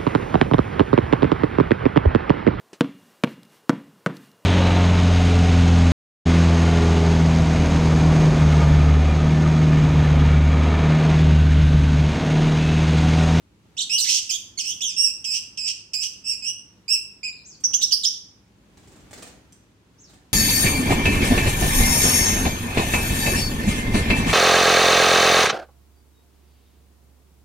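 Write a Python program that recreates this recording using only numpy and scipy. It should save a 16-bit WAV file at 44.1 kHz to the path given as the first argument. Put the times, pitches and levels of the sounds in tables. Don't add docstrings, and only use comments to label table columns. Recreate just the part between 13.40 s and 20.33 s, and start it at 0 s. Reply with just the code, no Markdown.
import sys
import numpy as np
from scipy import signal
from scipy.fft import rfft, irfft, next_fast_len
from scipy.io import wavfile
from scipy.ndimage import uniform_filter1d

SR = 44100
rng = np.random.default_rng(int(sys.argv[2]) if len(sys.argv) > 2 else 0)


def output_pcm(signal):
    pcm = np.clip(np.atleast_2d(signal).T, -1, 1) * 32767
    wavfile.write(sys.argv[1], SR, np.round(pcm).astype(np.int16))


N = 305613

# (time [s], length [s], climax [share of length], start [Hz], climax [Hz], end [Hz],
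# climax level [dB], swell before [dB], fade after [dB], roughness [0-1], fundamental [dB], treble [dB])
CHIRPS = [ (0.367, 0.035, 0.74, 2598, 3970, 3030, -25.5, 18.5, 6.5, 0.6, 3.5, -7.5),
          (0.405, .033, 0.54, 2870, 4143, 3640, -26, -3, 9, 0.71, -0.5, -8),
          (.495, .08, 0.64, 2535, 2872, 2940, -20.5, 11, 10, 0.34, 4, -2),
          (1.233, 0.094, 0.75, 2578, 2926, 3225, -28, 8, 5.5, 0.62, -1, 2.5),
          (1.406, 0.044, 0.44, 2517, 3522, 3192, -27, 6.5, -0.5, 0.53, 0.5, 1),
          (1.449, .08, 0.078, 3110, 3110, 2460, -27, -0.5, 12, 0.38, -4, -7),
          (1.564, 0.14, .5, 2730, 2800, 2568, -18.5, 11, 17.5, 0.24, -5.5, -3),
          (2.839, .104, 0.59, 2594, 2742, 2488, -24, 23, 12.5, 0.33, -3.5, -3),
          (3.022, .094, .75, 2497, 2877, 2880, -26.5, 10.5, 7.5, 0.31, 0, -3.5),
          (3.48, .094, 0.44, 2438, 2736, 2594, -19.5, 14.5, 12, 0.14, 0, 0),
          (3.831, 0.063, 0.36, 2400, 2555, 2409, -30.5, 2.5, 5, 0.19, 10, -8)]
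# (time [s], length [s], start [Hz], low point [Hz], end [Hz],
# opening level [dB], sag level [dB], rasp level [dB], fundamental [dB], treble [dB])
CHURRS = [ (1.842, 0.14, 2887, 2533, 2777, -28.5, -27, -25, 1, -1.5),
          (2.173, 0.14, 2902, 2508, 2747, -30, -31.5, -25, 1, -7),
          (2.534, .131, 2585, 2483, 2852, -25.5, -31, -25.5, -0.5, 1)]
# (time [s], lead-in length [s], start [Hz], end [Hz], level [dB], roughness [0-1],
# main note length [s], start [Hz], end [Hz], level [dB], roughness [0-1], treble [dB])
PEEPS = [ (.892, .018, 2900, 2296, -21, .42, 0.049, 2997, 3440, -24.5, .7, 3.5),
         (1.175, 0.014, 2200, 2198, -25, 0.2, .029, 3167, 2490, -24, 0.6, -1),
         (4.238, 0.003, 5890, 5790, -19.5, 0.6, 0.017, 6046, 5570, -15, 0.35, -6.5),
         (4.332, 0.0085, 2900, 3104, -21, 0.6, .02, 5920, 6560, -14.5, 0.1, 0.5),
         (4.411, 0.02, 2830, 4280, -22, 0.8, .016, 6050, 5330, -15.5, .15, 4),
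         (4.509, 0.012, 3160, 3026, -23, 0.7, 0.026, 4990, 4900, -14.5, 0.6, 2.5),
         (4.633, 0.019, 4130, 2927, -21, 0.53, 0.026, 4924, 5860, -16, .44, 0.5)]
# (time [s], pitch [Hz], level [dB], roughness [0-1], fundamental [dB])
SCREECH = [(.578, 4720, -21, 0.69, -3.5), (.604, 4296, -22.5, .72, -4), (0.611, 3087, -23.5, 0.68, -18),
           (0.631, 2864, -23, 0.72, -16), (.655, 1792, -28.5, 0.9, 13), (0.681, 2095, -25.5, 0.47, 11),
           (.695, 2936, -18, 0.9, 2), (.71, 2407, -21.5, 1.01, 2.5), (0.768, 2959, -22, 0.86, -4.5),
           (.79, 2933, -25, 0.9, 2)]
# (frequency [Hz], gain [dB])
THROAT_EQ = [(1200, -38.5), (1900, -23.5), (2500, -8), (3300, 3), (4000, 0.5), (4600, 7.5), (5450, 10),
             (6200, 11), (7100, 4.5), (8400, 2), (9100, -5.5), (9800, -16.5), (11300, -14.5), (13400, -14),
             (14600, -19), (16000, -22.5)]
# (time [s], length [s], top [Hz], end [Hz], level [dB], roughness [0-1])
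WHISTLES = [(3.92, 0.09, 4830, 3960, -55, 0.1), (4.044, 0.11, 7490, 4450, -48, 0.51),
            (6.578, .125, 7200, 3850, -56, 0.6)]
# (time [s], length [s], stroke spacing [s], mid-flight level [dB], swell [dB])
FLIGHTS = [(4.302, 0.12, 0.046, -50.5, 1), (5.39, .23, .042, -52, 7), (5.732, 0.17, .046, -45, -0.5),
           (6.695, 0.075, 0.038, -51.5, 0.5)]
# (time [s], level [dB])
WING_CLAPS = [(5.372, -48), (5.71, -43), (5.731, -38.5), (5.824, -33.5)]
# (frequency [Hz], gain [dB])
FEATHER_EQ = [(71, -56), (120, -15.5), (286, -2), (569, -8.5), (754, -4.5), (961, -14.5), (1830, -13),
              (2640, -20), (8180, -16), (9810, -31.5), (15000, -32.5)]
# (time [s], level [dB])
CLAW_TICKS = [(4.205, -26), (4.237, -11.5), (6.124, -22.5), (6.137, -35)]
# (frequency [Hz], level [dB], 60 dB decay time [s])
WIRE_MODES = [(3330, -12.5, 0.0153), (5370, -13, 0.011), (6060, -1, .01), (7360, -7.5, 0.019),
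              (8200, -8.5, 0.03), (9120, -17, 0.019), (13210, -18, 0.02)]
# (frequency [Hz], gain [dB])
LEFT_EQ = [(1500, 1.5), (2800, 1), (4200, -2), (5800, -4.5), (7200, -9), (8500, -8.5), (9800, 2.5),
           (11000, 4.5), (12800, 0), (15500, -1.5)]
# (frequency [Hz], 60 dB decay time [s])
ROOM_DECAY = [(300, 0.83), (2800, 0.47), (5500, 0.46), (9000, 0.37), (14000, 0.37)]
# (frequency [Hz], gain [dB])
ROOM_EQ = [(300, -10.5), (2800, 0.5), (5500, -1), (9000, 1.5), (14000, 1)]
# (frequency [Hz], gain [dB])
RUMBLE_EQ = [(15, -54.5), (25, -31.5), (53, -2), (108, -7), (200, -3), (229, -9.5), (263, -6.5), (714, -21),
             (840, -19.5), (1890, -24.5), (2550, -24.5), (3920, -28), (5140, -30.5), (6740, -31),
             (16000, -44)]
# (frequency [Hz], left-right correlation [0-1])
STEREO_LIKENESS = [(60, 0.91), (150, 0.82), (300, 0.91), (600, 0.35), (1500, 0.093), (12000, 0)]


def near_bird(screech_treble_db=(5, -5)):
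    out = np.zeros(N)
    for call, cues in ((chirp, CHIRPS), (churr, CHURRS), (peep, PEEPS)):
        for s, *shape, treble_db in cues:
            add(out, s, beak(call(s, *shape), treble_db))
    screech = syrinx(SCREECH)
    add(out, SCREECH[0][0], beak(screech, np.linspace(*screech_treble_db, len(screech))))
    return out


def chirp(s, length, climax, start_hz, top_hz, end_hz, level_db, swell_db, fade_db, rough, fundamental_db,
          bend=1.8, mellow_db=6.5, pressed_db=-1.5):
    share = np.linspace(0, 1, 25)
    slack = np.interp(share, [0, climax, 1], [-1, 0, 1])
    edge_hz = np.where(slack < 0, start_hz, end_hz)
    pitch = top_hz + (edge_hz - top_hz) * np.abs(np.sin(np.pi / 2 * slack)) ** bend
    loudness_db = level_db - np.where(slack < 0, swell_db, fade_db) * slack ** 2
    body_db = fundamental_db + pressed_db + mellow_db * slack ** 2
    roughness = np.full_like(share, rough)
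    return syrinx(np.column_stack([s + length * share, pitch, loudness_db, roughness, body_db]))


def churr(s, length, start_hz, low_hz, end_hz, opening_db, sag_db, rasp_db, fundamental_db,
          settle=0.11, sag=0.42, crest=0.77, fade_db=-5.0, thin_db=-7.5, harsh=0.71, clear=0.15, rasp=0.73):
    return syrinx([
        (s, start_hz, opening_db, harsh, fundamental_db),
        (s + settle * length, (start_hz + 3 * low_hz) / 4, opening_db, (harsh + clear) / 2, fundamental_db),
        (s + sag * length, low_hz, sag_db, clear, fundamental_db + thin_db),
        (s + crest * length, (low_hz + 2 * end_hz) / 3, rasp_db, rasp, fundamental_db),
        (s + length, end_hz, rasp_db + fade_db, rasp, fundamental_db)])


def peep(s, lead, lead_start_hz, lead_end_hz, lead_db, lead_rough, length, start_hz, end_hz, level_db, rough,
         crack_s=0.0006, onset_db=-7.0, fade_db=-5.5, lead_fundamental_db=1.5):
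    jump = s + lead + crack_s
    fundamental_db = 5.5 - 10.5 * rough
    return syrinx([(s, lead_start_hz, lead_db + onset_db, lead_rough, lead_fundamental_db),
                   (s + lead, lead_end_hz, lead_db, lead_rough, lead_fundamental_db),
                   (jump, start_hz, level_db, rough, fundamental_db),
                   (jump + length, end_hz, level_db + fade_db, rough, fundamental_db)])


def syrinx(breakpoints, attack_s=0.0014, release_s=0.014, trill_hz=300, trill_spread=0.35, trill_depth=0.095,
           waver_depth=0.017, flick_depth=0.148, doubling=0.97, throb=0.38, sputter=0.2):
    times, *lanes = np.transpose(breakpoints)
    t = np.arange(times[0], times[-1] + release_s, 1 / SR)
    count = len(t)
    pitch, level_db, rough, fundamental_db = (np.interp(t, times, lane) for lane in lanes)
    rough = np.clip(rough, 0, 1)
    trill_phase = 2 * np.pi * np.cumsum(trill_hz * (1 + trill_spread * wobble(count, 30, 243))) / SR
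    waver = waver_depth * wobble(count, 32.6, 260)
    trill = trill_depth * rough * np.sin(trill_phase)
    flicks = flick_depth * rough ** 3 * wobble(count, 44.3, 175.6)
    phase = 2 * np.pi * np.cumsum(pitch * np.exp(waver + trill + flicks)) / SR
    db_per_octave = -3 + 0.21 * np.clip(level_db + 20, -12, 3) + 1.9 * rough
    tone = from_db(fundamental_db) * np.sin(phase)
    for k in range(2, 8):
        octaves = np.log2(k * pitch / 2700)
        tone += from_db(db_per_octave * octaves) * np.sin(k * phase) * (k * pitch < SR * 0.4)
    tone *= 1 + doubling * rough ** 4 * np.cos(phase / 2 + 2 * wobble(count, 30, 259))
    voice = equalise(tone, THROAT_EQ)
    voice /= np.sqrt(uniform_filter1d(voice ** 2, size=96) + 1e-9)
    voice *= unit_rms(np.exp(rough * (throb * np.cos(trill_phase) + sputter * wobble(count, 32, 160))))
    fade_in = np.clip((t - times[0]) / attack_s, 0, 1)
    fade_out = np.clip((t[-1] - t) / release_s, 0, 1) ** 2
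    return voice * fade_in * fade_out * from_db(level_db)


def beak(voice, treble_db, shelf_hz=10100):
    top = signal.sosfiltfilt(signal.butter(4, shelf_hz, "high", fs=SR, output="sos"), voice)
    return voice + top * (from_db(treble_db) - 1)


def far_bird(climax=0.22, scoop=0.77):
    out = np.zeros(N)
    for s, length, top_hz, end_hz, level_db, rough in WHISTLES:
        add(out, s, chirp(s, length, climax, scoop * top_hz, top_hz, end_hz, level_db,
                          swell_db=7.0, fade_db=8.0, rough=rough, fundamental_db=10.5, bend=1.2))
    return out


def wings(rise_s=0.0028, clap_rise_s=0.001013):
    out = np.zeros(N)
    for s, length, spacing, level_db, swell_db in FLIGHTS:
        for after in np.arange(0, length, spacing):
            stroke_db = level_db - swell_db * (2 * after / length - 1) ** 2
            add(out, s + after - rise_s, wing_stroke(stroke_db, rise_s, fall_s=0.011))
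    for s, level_db in WING_CLAPS:
        add(out, s - clap_rise_s, wing_stroke(level_db, clap_rise_s, fall_s=0.0044))
    return out


def wing_stroke(level_db, rise_s, fall_s, makeup_db=4.5):
    t = np.arange(SR // 8) / SR
    puff = (1 - np.exp(-t / rise_s)) * np.exp(-t / fall_s)
    rustle = np.exp(0.35 * wobble(len(t), 100, 900))
    air = unit_rms(equalise(rng.standard_normal(len(t)), FEATHER_EQ))
    return from_db(level_db + makeup_db) * puff * rustle * air


def claws(gain_db=-20.0, scatter_db=2.9):
    out, t = np.zeros(N), np.arange(SR // 8) / SR
    for s, level_db in CLAW_TICKS:
        ring = sum(from_db(db + rng.normal(0, scatter_db) - 60 * t / t60) * np.sin(2 * np.pi * hz * t)
                   for hz, db, t60 in WIRE_MODES)
        add(out, s, from_db(level_db + gain_db) * ring)
    return out


def room(x, tail_db, early_db, early_t60=0.027, predelay_s=0.003, echoes_per_s=1500):
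    count = SR * 3 // 4
    t, hz = np.arange(count) / SR, np.fft.rfftfreq(count, 1 / SR)
    spectrum, tail = rfft(diffuse_noise(count)), 0
    edges_hz = [0, 1000, 2000, 4000, 7000, 10000, SR / 2]
    for low, high in zip(edges_hz, edges_hz[1:]):
        band = irfft(spectrum * (hz >= low) * (hz < high), count)
        tail = tail + band * from_db(-60 * t / at_hz(ROOM_DECAY, (low + high) / 2))
    echoes = rng.standard_normal((2, count)) * (rng.random((2, count)) < echoes_per_s / SR)
    early = echoes * from_db(-60 * t / early_t60)
    tail, early = (part * (t > predelay_s) for part in (tail, early))
    tail, early = (part / np.linalg.norm(part, axis=1, keepdims=True) for part in (tail, early))
    response = equalise(from_db(tail_db) * tail + from_db(early_db) * early, ROOM_EQ)
    return signal.fftconvolve(x[None], response, axes=1)[:, :N]


def room_tone(rumble_db=-57.5, sway_db=1.14, draught_db=-5.5, hum_hz=103.4, hum_db=-66):
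    t = np.arange(N) / SR
    sway = np.interp(t, np.linspace(0, t[-1], 40), rng.standard_normal(40))
    draught = sum(from_db(level_db + draught_db) / (1 + ((t - s - length / 2) / length) ** 2)
                  for s, length, _, level_db, _ in FLIGHTS)
    rumble = unit_rms(equalise(diffuse_noise(next_fast_len(N))[:, :N], RUMBLE_EQ))
    hum = from_db(hum_db) * np.sqrt(2) * np.sin(2 * np.pi * hum_hz * t)
    return rumble * np.hypot(from_db(rumble_db + sway_db * sway), draught) + hum


def diffuse_noise(count):
    mid, side = rfft(rng.standard_normal((2, count)))
    alike = at_hz(STEREO_LIKENESS, np.fft.rfftfreq(count, 1 / SR))
    return irfft(np.sqrt(1 + alike) * mid + np.sqrt(1 - alike) * side * [[1], [-1]], count)


def wobble(count, low_hz, high_hz):
    sos = signal.butter(2, [low_hz, high_hz], "band", fs=SR, output="sos")
    return unit_rms(signal.sosfilt(sos, rng.standard_normal(SR // 2)))[-count:]


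def equalise(x, curve):
    count = x.shape[-1]
    size = next_fast_len(count + 512)
    gain = from_db(at_hz(curve, np.fft.rfftfreq(size, 1 / SR)))
    return irfft(rfft(x, size) * gain, size)[..., :count]


def at_hz(curve, hz):
    points_hz, values = np.transpose(curve)
    return np.interp(np.log(np.maximum(hz, 1)), np.log(points_hz), values)


def from_db(db):
    return 10 ** (np.asarray(db) / 20)


def unit_rms(x):
    return x / np.sqrt(np.mean(x ** 2) + 1e-20)


def add(out, s, sound):
    at = round(s * SR)
    out[at:at + len(sound)] += sound[:len(out) - at]


def scene(left_lead_s=0.000045):
    near, far = near_bird(), far_bird()
    bustle = wings() + claws()
    direct = np.array([np.roll(near, -round(left_lead_s * SR)), near]) * from_db([[-3.0], [3.5]])
    left, right = direct + room(near, tail_db=-2.0, early_db=-0.5) * from_db([[1.0], [0.0]])
    lead = np.array([equalise(left, LEFT_EQ), right])
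    answer = from_db(-13.0) * far + room(far, tail_db=0.5, early_db=1.5)
    cage = from_db(-3.5) * bustle + room(bustle, tail_db=1.5, early_db=-1.5)
    return lead + answer + cage * from_db([[-0.6], [0.6]]) + room_tone()


def record(dry, cutoff_hz=15900):
    return signal.sosfiltfilt(signal.ellip(10, 0.05, 60, cutoff_hz, fs=SR, output="sos"), dry)


dry = scene()
out = record(dry)
output_pcm(out)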